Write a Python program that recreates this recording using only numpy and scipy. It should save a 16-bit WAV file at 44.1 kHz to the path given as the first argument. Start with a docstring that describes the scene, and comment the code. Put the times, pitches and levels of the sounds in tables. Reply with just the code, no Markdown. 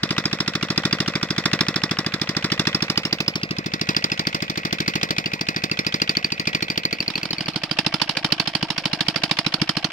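"""Hard, fast pops from behind a small one-cylinder diesel with an open exhaust: about 13 firings a second.
Each firing is a low gas thump and a hissing bark, with ticks and knocks from the iron block.
The engine drives a pump on a muddy bank: gears whirr steadily, a thin stream of water splashes in bubbles.
Its effort swells and sags. The phone is carried along the bank, then the sound dissolves to a spot in front.
"""
import sys
import numpy as np
from scipy import signal
from scipy.fft import rfft, irfft, next_fast_len
from scipy.io import wavfile
from scipy.ndimage import uniform_filter1d, map_coordinates

SR = 44100
rng = np.random.default_rng(int(sys.argv[2]) if len(sys.argv) > 2 else 0)


def waveform_to_disk(signal):
    """Save audio, clipped to [-1, 1], as 16-bit WAV at the path in sys.argv[1]."""
    frames = np.transpose(np.atleast_2d(signal))
    scaled = np.clip(frames, -1, 1) * 32767
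    samples = np.round(scaled).astype(np.int16)
    wavfile.write(sys.argv[1], SR, samples)


N = 437472
TIME_S = np.arange(N) / SR


def undb(db):
    """Turns decibels into gain."""
    return 10 ** (np.asarray(db) / 20)


def panned(db):
    """Gains of left and right for a level difference, left minus right."""
    return undb(np.array([[.5], [-.5]]) * db)


def curves(table, at=TIME_S):
    """Reads the columns of a table at the given times, with straight lines between rows."""
    start_s, *columns = np.transpose(table)
    return [np.interp(at, start_s, column) for column in columns]


def shape(table, f, axis):
    """Reads one column of a spectrum table, in dB, on a log-frequency axis."""
    table = np.array(table)
    return np.interp(np.log(f + 1), np.log(table[:, 0]), table[:, axis])


def swell(t, middle_s, length_s):
    """A smooth rise and fall: 1 in the middle and half at either end of its length."""
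    return .5 ** ((2 * (t - middle_s) / length_s) ** 2)


def filtered(x, response):
    """Applies a response given as a function of frequency."""
    size = next_fast_len(N + 4096)
    f = np.arange(size // 2 + 1) * SR / size
    return irfft(rfft(x, size) * response(f), size)[..., :N]


def resonance(f, hz, width):
    """Response of one damped ring, 1 at its centre."""
    return 1j * f * width / (hz ** 2 - f ** 2 + 1j * f * width)


def ringing(f, modes):
    """A direct path plus the rings that the sound sets off."""
    return 1 + sum(undb(db) * resonance(f, hz, width) for hz, width, db in modes)


def breeze(db, top_hz):
    """Air on each microphone port makes a faint rumble, different at left and right."""
    noise = rng.standard_normal((2, N))
    air = filtered(noise, lambda f: f / (f + 15) / (1 + (f / top_hz) ** 2))
    return air * undb(db) / air.std()


def water(db, count, low_hz, high_hz):
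    """The falling stream traps bubbles, each a short ring that glides upward."""
    out = np.zeros((2, N + SR))
    for when, pitch, size, side in rng.random((count, 4)):
        start_hz = low_hz * (high_hz / low_hz) ** pitch
        cycles = np.arange(int(30 * SR / start_hz)) * start_hz / SR
        ring = np.exp(-cycles / 6) * np.sin(2 * np.pi * cycles * (1 + cycles / 200))
        bubble = ring / (size + 0.029) ** .5
        start = int(when * N)
        out[:, start:start + len(bubble)] += np.sqrt([[side], [1 - side]]) * bubble
    return out[:, :N] * undb(db) / out.std()


def firings(speed, first_s):
    """Samples at which the exhaust valve opens: once per whole cycle of the engine."""
    cycles = np.cumsum(curves(speed)[0]) / SR
    cycle = np.floor(cycles - cycles[int(first_s * SR)])
    return np.flatnonzero(np.diff(cycle) > 0)


# The engine hunts, firing harder or softer for a few strokes.
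# Columns: middle_s, length_s, effort_db
SURGES = [(0.457, 0.38, -2), (0.883, 0.29, 2), (1.25, 0.29, -1), (1.554, 0.24, 2.5), (2.153, 0.23, -1.5),
          (2.624, 0.24, 2), (3.905, 0.093, 4), (4.707, .14, 1), (4.9, 0.24, 2.5), (5.37, 0.15, -2),
          (6.043, 0.26, 1), (6.287, 0.18, -1), (6.502, 0.1, 3.5), (6.936, 0.045, -0.5), (7.61, 0.15, -2.5),
          (7.95, 0.45, 2), (8.37, 0.076, 5.5), (9.218, 0.53, 2.5), (9.57, 0.068, 1.5)]
# dB that each sound gains per dB of effort
THUMP_SHARE, CRACK_SHARE, BLOCK_SHARE = 0.98, 1, 1.37


def strokes(at, thump_db, crack_db, block_db):
    """Levels of thump, crack and clatter at each firing: all follow the engine's effort."""
    effort = sum(db * swell(at / SR, middle, length) for middle, length, db in SURGES)
    return thump_db + THUMP_SHARE * effort, crack_db + CRACK_SHARE * effort, block_db + BLOCK_SHARE * effort


def repeat(at, delay_ms, sizes, template):
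    """Plays a template once per firing, a fixed time after it."""
    hits = np.zeros(N + SR)
    hits[at + round(delay_ms * SR / 1000)] = sizes
    return signal.oaconvolve(hits[:N], template)[:N]


def bursts(at, db, table, scatter_db):
    """Envelope of bursts at fixed delays after each firing, each a little different in strength."""
    ms, power = np.arange(SR // 10) * 1000 / SR, 0
    for delay, size_db, rise, decay in table:
        burst = np.minimum(ms / rise, 1) ** 2 * np.exp(-np.maximum(ms - rise, 0) / decay)
        level_db = db + size_db + scatter_db * rng.standard_normal(len(at))
        power = power + repeat(at, delay, undb(level_db) ** 2, burst ** 2)
    return np.sqrt(np.maximum(power, 0))


def turbulence(at, alike_hz, same_hz):
    """Noise at two microphones: alike well below alike_hz, mostly repeated each cycle well below same_hz."""
    last_firing = np.r_[0, at][np.searchsorted(at, np.arange(N), side="right")]
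    age = np.arange(N) - last_firing
    fresh, cyclic, apart = rng.standard_normal((3, N))
    same = lambda f: .8 / (1 + (f / same_hz) ** 2)
    alike = lambda f: 1 / (1 + (f / alike_hz) ** 2)
    repeated = filtered(cyclic[age], lambda f: same(f) ** .5)
    common = repeated + filtered(fresh, lambda f: (1 - same(f)) ** .5)
    mid = filtered(common, lambda f: ((1 + alike(f)) / 2) ** .5)
    side = filtered(apart, lambda f: ((1 - alike(f)) / 2) ** .5)
    return np.array([mid + side, mid - side])


# Blows in the block: injector, combustion knock, piston slap, valve overlap, intake valve closing.
# Columns: delay_ms (after the exhaust opens), level_db, rise_ms, decay_ms
BLOWS_WALK = [(57.6, -7, 2, 8.3), (60, 3, 1.1, 2.6), (3, 1.5, 3.7, 15), (22.3, -5, 1.63, 15),
              (42.7, -10, 2.9, 1.9)]
BLOWS_FRONT = [(57.6, 12.5, 6, 2.8), (60.4, 1.5, 3.9, 5.3), (3, -6, 1.7, 7.9), (22.8, 6, 3.9, 3.6),
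               (42, -22, 3, 5)]
# Ring of the iron castings. Columns: pitch_hz, width_hz, level_db (over the broad clatter)
CASTING_WALK = [(573, 34, -5), (1460, 130, 4.5), (1935, 26, 7), (2534, 63, 5), (2580, 62, 0)]
CASTING_FRONT = [(676, 38, 5), (1139, 54, 13), (1555, 65, 7.1), (2280, 61, 1)]


def clatter(at, db, blows, casting, alike_hz, whirr_db):
    """Blows ring the castings over the steady whirr of gears and pump shaft."""
    strength = np.hypot(bursts(at, db, blows, scatter_db=1.3), undb(whirr_db))
    metal = strength * turbulence(at, alike_hz, same_hz=3200)
    return filtered(metal, lambda f: ringing(f, casting) * f ** 3 / (f ** 3 + 100.0 ** 3))


def whistles(at, db, stretch, table, scatter_db, rise_ms):
    """Brief tones, new in pitch and strength at every firing."""
    ms, out = np.arange(SR // 25) * 1000 / SR, np.zeros((2, N + SR))
    for hz, spread, size_db, decay in table:
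        envelope = np.minimum(ms / rise_ms, 1) ** 2 * np.exp(-np.maximum(ms - rise_ms, 0) / decay)
        chances = rng.standard_normal((len(at), 3))
        for start, force, centre, (pitch, size, skew) in zip(at, db, hz * stretch, chances):
            phase = 2 * np.pi * centre * (1 + spread * pitch) * ms / 1000
            phase = phase + np.array([[.5], [-.5]]) * skew  # left and right slightly out of step
            gain = undb(force + size_db + scatter_db * np.tanh(size))
            out[:, start:start + len(ms)] += gain * envelope * np.sin(phase)
    return out[:, :N]


# Injection and ignition, just ahead of the next bark.
# Columns: delay_ms (after the exhaust opens), level_db, rise_ms, decay_ms
CLACK = [(57.04, -1.5, 1.7, 5.6)]
# Ring of the cylinder head. Columns: pitch_hz, width_hz, level_db
HEAD = [(1570, 130, -2), (2500, 250, 1.5), (3180, 510, -2)]
# Brief tones of the injector's snap. 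Columns: pitch_hz, pitch_spread (share), level_db, decay_ms
SNAP = [(2693, 0.061, -7, 1.3)]
SNAP_DELAY_MS = 58.4  # after the exhaust opens


def clack(at, db):
    """The injector snaps and the charge ignites, ringing the cylinder head."""
    def head_response(f):
        rings = sum(undb(size_db) * resonance(f, hz, width) for hz, width, size_db in HEAD)
        return rings / (1 + (f / 6500) ** 4)

    blow = bursts(at, db, CLACK, scatter_db=3.0) * rng.standard_normal((2, N))
    snap_at = at + int(SNAP_DELAY_MS * SR / 1000)
    snap = whistles(snap_at, db, np.ones(len(at)), SNAP, scatter_db=3, rise_ms=0.77)
    return filtered(blow, head_response) + snap


# Short whistles of the jet at the lip of the exhaust stub.
# Columns: pitch_hz (before the stretch below), pitch_spread (share), level_db, decay_ms
WHISTLES_WALK = [(2477, 0.067, -22.5, 3.8), (3390, 0.126, -37, 0.6), (4569, 0.032, -14.5, 1.87),
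                 (4657, 0.038, -28.5, 11)]
# The pitch is stretched, then sinks slowly; the whistle is fainter from behind the engine.
WHISTLE_STRETCH, WHISTLE_SAG_PER_S, WHISTLE_SAG_FROM_S = 1.09, 0.0226, 2.73
WHISTLE_BEHIND_DB, WHISTLE_BANK_DB, WHISTLE_OPENS_S, WHISTLE_OPENING_S = 4, 8.5, 2.6, .25
FALTER_S, FALTER_LENGTH_S, FALTER_DB = 4.66, 0.45, -18  # it fades for a few strokes: middle, length, depth


def stub_whistle(at, crack_db):
    """The jet locks onto tones: louder as the phone comes round the engine, then sagging in pitch."""
    t = at / SR
    stretch = WHISTLE_STRETCH - WHISTLE_SAG_PER_S * np.maximum(t - WHISTLE_SAG_FROM_S, 0)
    db = np.interp(t - WHISTLE_OPENS_S, [0, WHISTLE_OPENING_S], [WHISTLE_BEHIND_DB, WHISTLE_BANK_DB])
    db = crack_db + db + FALTER_DB * swell(t, FALTER_S, FALTER_LENGTH_S)
    return whistles(at, db, stretch, WHISTLES_WALK, scatter_db=6.0, rise_ms=2.02) * panned(db=-0.5)


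# The same kind of whistles in front. Columns: pitch_hz, pitch_spread (share), level_db, decay_ms
WHISTLES_FRONT = [(1481, 0.098, -27.5, 5.5), (2852, 0.1383, -20.5, 4.1), (4110, 0.095, -18.5, 3.8),
                  (5100, 0.064, -24, 6.9)]


def front_whistle(at, crack_db):
    """The jet locks briefly onto a few tones, heard from in front, more to the right."""
    steady = np.ones(len(at))
    return whistles(at, crack_db, steady, WHISTLES_FRONT, scatter_db=2.5, rise_ms=3.3) * panned(db=-12.5)


# Hissing jets of the gas: blow-down, the piston's push, valve overlap, intake.
# Columns: delay_ms (after the exhaust opens), level_db, rise_ms, decay_ms
JETS = [(-2.06, 3.5, 4, 4.8), (7.5, -12.5, 9.9, 12.3), (21, -21, 2.1, 2.2), (42, -22, 2.1, 5.1)]
# Ring of the exhaust stub. Columns: pitch_hz, width_hz, level_db (over the broad crack)
STUB = [(4400, 90, -1), (4930, 130, -14)]


def crack(at, db, alike_hz, grit_db, low_hz):
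    """Gas tears out of the open stub in ragged gusts."""
    jets = bursts(at, db, JETS, scatter_db=1.5)
    # smoothed over 36 samples (0.8 ms), then brought back to full strength
    grit = uniform_filter1d(rng.standard_normal(N), size=36) * np.sqrt(36)
    gas = jets * undb(grit_db * grit) * turbulence(at, alike_hz, same_hz=1440)
    return filtered(gas, lambda f: ringing(f, STUB) * f ** 2 / (f ** 2 + low_hz ** 2))


# Slugs of gas that swing the air in the pipes. On the walk: blow-down, valve overlap and its
# higher ring, intake and its higher ring. In front: blow-down, valve overlap, intake.
# Columns: delay_ms (after the exhaust opens), level_db, start_hz, end_hz, peak_ms, fall_ms
SLUGS_WALK = [(0, -2.5, 77.6, 320.5, 7.67, 2.97), (20.5, -12.5, 238, 206, 4.58, 2.8),
              (22.5, -20, 607, 566, 2.2, 4.6), (41, -22, 218, 230, 3.5, 10.3),
              (43, -25.5, 536, 477, 6.8, 5.1)]
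SLUGS_FRONT = [(0.165, 0, 93, 254, 8.44, 2.2), (21.2, -23, 270, 160, 3.2, 4.2),
               (41.3, -19, 110, 320, 4.9, 3.9)]
# Body of the thump. Columns: pitch_hz, walk_db, front_db
BOOM = [(35, 9, -10), (51.6, -10, 4), (78, 5, 6), (118, 3.5, 0), (151.5, 2, 3), (203.6, -0.5, -1),
        (243.6, -7, -4.5), (295.4, 0.5, 1.5), (409, 5, 1.5), (477, -2, 10), (554, 3, 7)]


def thump(at, db, slugs, axis, pipe_hz, pipe_db, pan_db, scatter_db):
    """Each slug of gas swings the air column, gliding in pitch; the blow-down climbs as hot gas fills the pipe."""
    ms, out = np.arange(SR // 12) * 1000 / SR, 0
    for delay, size_db, start_hz, end_hz, peak, fall in slugs:
        hz = start_hz + (end_hz - start_hz) * np.minimum(ms / (peak + fall), 1)
        rising = np.sin(np.pi / 2 * np.minimum(ms / peak, 1)) ** 0.96
        falling = np.exp(-(np.abs(ms - peak) / fall) ** 2.2)
        swing = -np.where(ms < peak, rising, falling) * np.sin(2 * np.pi * np.cumsum(hz) / SR)
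        level_db = db + size_db + scatter_db * rng.standard_normal(len(at))
        out = out + repeat(at, delay, undb(level_db), swing)
    pipe = [(pipe_hz, 28, pipe_db)]  # pitch Hz, width Hz, dB
    out = filtered(out, lambda f: ringing(f, pipe) * undb(shape(BOOM, f, axis)))
    # an open pipe radiates almost nothing in the deep bass
    return filtered(out, lambda f: f ** 3 / (f ** 3 + 65.0 ** 3)) * panned(pan_db)


# Colour of the exhaust crack. Columns: pitch_hz, behind_db, bank_db, front_db
CRACK_COLOUR = [(513, -28, -10.5, -15.5), (890, -15.5, -14.5, -8), (1090, -10.5, -18, -13),
                (1710, -7.5, -16.5, -12.5), (1840, -8, -15.5, -12.5), (3020, -25.5, -12.5, -7.5),
                (3470, -2.5, -19.5, -11), (4150, -16, -13, -15.5), (4770, -17.5, -10, -10.5),
                (5280, -4, -21.5, -10.5), (6150, -17.5, -22.5, -24), (8520, -31, -38, -32),
                (12300, -42.5, -37, -38), (15000.0, -45, -38.5, -50)]
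# Colour of the block. Columns: pitch_hz, behind_db, bank_db, front_db
BLOCK_COLOUR = [(497, -24, -25.5, -34.5), (685, -18.5, -17, -20.5), (950, -22.5, -29.5, -23.5),
                (1086, -14.5, -24, -31), (1480, -19.5, -38, -28), (2050, -17, -16, -20),
                (2330, -38, -11, -22.5), (3120, -28.5, -34, -20), (3700, -29, -38.5, -32.5),
                (5170, -37, -30.5, -30.5), (7300, -36, -64, -61), (9800, -65, -85, -64),
                (15000.0, -53, -60, -78)]
# Left minus right, before each sound's pan_share. Columns: pitch_hz, behind_db, bank_db, front_db
BALANCE = [(607, 4.5, 3, -12.5), (1410, 9.5, -14.5, 1), (2330, 13, -1, 6.5), (4150, -17.5, 0.5, -16.5),
           (8100, 19, -5.5, 6.5), (9350, 3, -1, -14), (15000.0, 12, -27, 1)]


def heard_from(x, table, axis, pan_share):
    """Colour and left-right balance at one standpoint: 1 behind, 2 on the bank, 3 in front."""
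    return filtered(x, lambda f: undb(shape(table, f, axis)) * panned(pan_share * shape(BALANCE, f, axis)))


# Engine speed on the walk. Columns: start_s, firings_per_s
SPEED_WALK = [(0, 13.536), (.5, 13.41), (1, 13.257), (1.5, 13.193), (2, 13.176), (3, 13.139), (4, 13.128),
              (4.6, 13.135), (5.3, 13.179), (6.2, 13.182), (7.5, 13.191)]
# The walk. Columns: start_s, way (0 behind the engine to 1 on the bank), right_lag_ms,
# treble_pan_db (left minus right), distance_m (from the pipe)
WALK = [(0, 0.22, 0.081, -2.5, 0.94), (2, 0.21, 0.058, -2.5, 1.08), (2.7, 0.4, 0.11, -3.5, 1.07),
        (3.2, 0.89, 0.14, -3, 1.44), (3.7, 0.65, 0.38, -2.5, 1.35), (4.7, 0.88, 0.38, -1, 1.54),
        (5.6, 0.86, 0.38, -1.5, 1.5), (7, 1, 0.38, -1, 2.04)]
# The walker passes between engine and phone: his body takes treble,
# and hides the broad block sooner and longer than the stub.
SHADOW_S, SHADOW_LENGTH_S, SHADOW_CRACK_DB, SHADOW_BLOCK_DB = 3.556, 0.32, -9.5, -6.5
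SHADOW_LEAD_S, SHADOW_BLOCK_LENGTH_S = 0.17, 0.67


def walking_view():
    """From behind the engine to the bank; the engine reaches the left microphone first."""
    at = firings(SPEED_WALK, first_s=.032)
    thump_db, crack_db, block_db = strokes(at, thump_db=-11.0, crack_db=-4.0, block_db=-5)
    crack_db = crack_db + SHADOW_CRACK_DB * swell(at / SR, SHADOW_S, SHADOW_LENGTH_S)
    block_shadow = swell(at / SR, SHADOW_S - SHADOW_LEAD_S, SHADOW_BLOCK_LENGTH_S)
    block_db = block_db + SHADOW_BLOCK_DB * block_shadow
    way, lag_ms, pan_db, distance = curves(WALK)
    way = np.clip(way, 0, 1)

    gas = crack(at, crack_db, alike_hz=3800, grit_db=2, low_hz=123)
    metal = clatter(at, block_db, BLOWS_WALK, CASTING_WALK, alike_hz=3300, whirr_db=-18)
    behind = heard_from(gas, CRACK_COLOUR, axis=1, pan_share=0.81)
    behind = behind + heard_from(metal, BLOCK_COLOUR, axis=1, pan_share=0.9)
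    bank = heard_from(gas, CRACK_COLOUR, axis=2, pan_share=0.68)
    bank = bank + heard_from(metal, BLOCK_COLOUR, axis=2, pan_share=0.97)
    low = thump(at, thump_db, SLUGS_WALK, axis=1, pipe_hz=144.5, pipe_db=-7.5, pan_db=1.5, scatter_db=.5)
    knock = clack(at, block_db) * undb(-9.0)
    treble = knock + np.sqrt(1 - way) * behind + np.sqrt(way) * bank + stub_whistle(at, crack_db)

    left, right = low / distance + treble * panned(pan_db)
    right = map_coordinates(right, [np.arange(N) - lag_ms * SR / 1000], order=3, mode="nearest")
    return np.array([left, right]) + water(db=-49.0, count=2200, low_hz=496.5, high_hz=3970)


# Engine speed in front. Columns: start_s, firings_per_s
SPEED_FRONT = [(7, 13.131), (8.2, 13.097), (8.8, 13.145), (9.92, 13.137)]


def front_view():
    """Close to the flywheel and the splashing stream, the exhaust barks brighter."""
    at = firings(SPEED_FRONT, first_s=7.101)
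    thump_db, crack_db, block_db = strokes(at, thump_db=-19.0, crack_db=-2.0, block_db=-9.5)
    gas = crack(at, crack_db, alike_hz=2120, grit_db=0.5, low_hz=150)
    metal = clatter(at, block_db, BLOWS_FRONT, CASTING_FRONT, alike_hz=1970, whirr_db=-18.0)
    low = thump(at, thump_db, SLUGS_FRONT, axis=2, pipe_hz=319.4, pipe_db=5.0, pan_db=3.5, scatter_db=2.4)
    knock = clack(at, block_db) * undb(-10.5)
    engine = low + knock + front_whistle(at, crack_db)
    engine = engine + heard_from(gas, CRACK_COLOUR, axis=3, pan_share=0.94)
    engine = engine + heard_from(metal, BLOCK_COLOUR, axis=3, pan_share=0.31)
    return engine + water(db=-44.5, count=2600, low_hz=505, high_hz=4450)


# The dissolve. Columns: start_s, walk_gain, front_gain (plain factors)
DISSOLVE = [(6.9, 1, 0), (7.1, .75, .42), (7.35, .5, .55), (7.62, 0, 1)]


def scene():
    """The walk dissolves into the view from in front, over a faint breeze."""
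    walk_gain, front_gain = curves(DISSOLVE)
    return walk_gain * walking_view() + front_gain * front_view() + breeze(db=-64.0, top_hz=60)


def record(dry):
    """The phone rounds the highest peaks and cuts the top above 15.7 kHz."""
    rounded = dry / (1 + dry ** 6) ** (1 / 6)
    return signal.sosfilt(signal.ellip(8, .2, 70, 15700, fs=SR, output="sos"), rounded)


dry = scene()
out = record(dry)
waveform_to_disk(out)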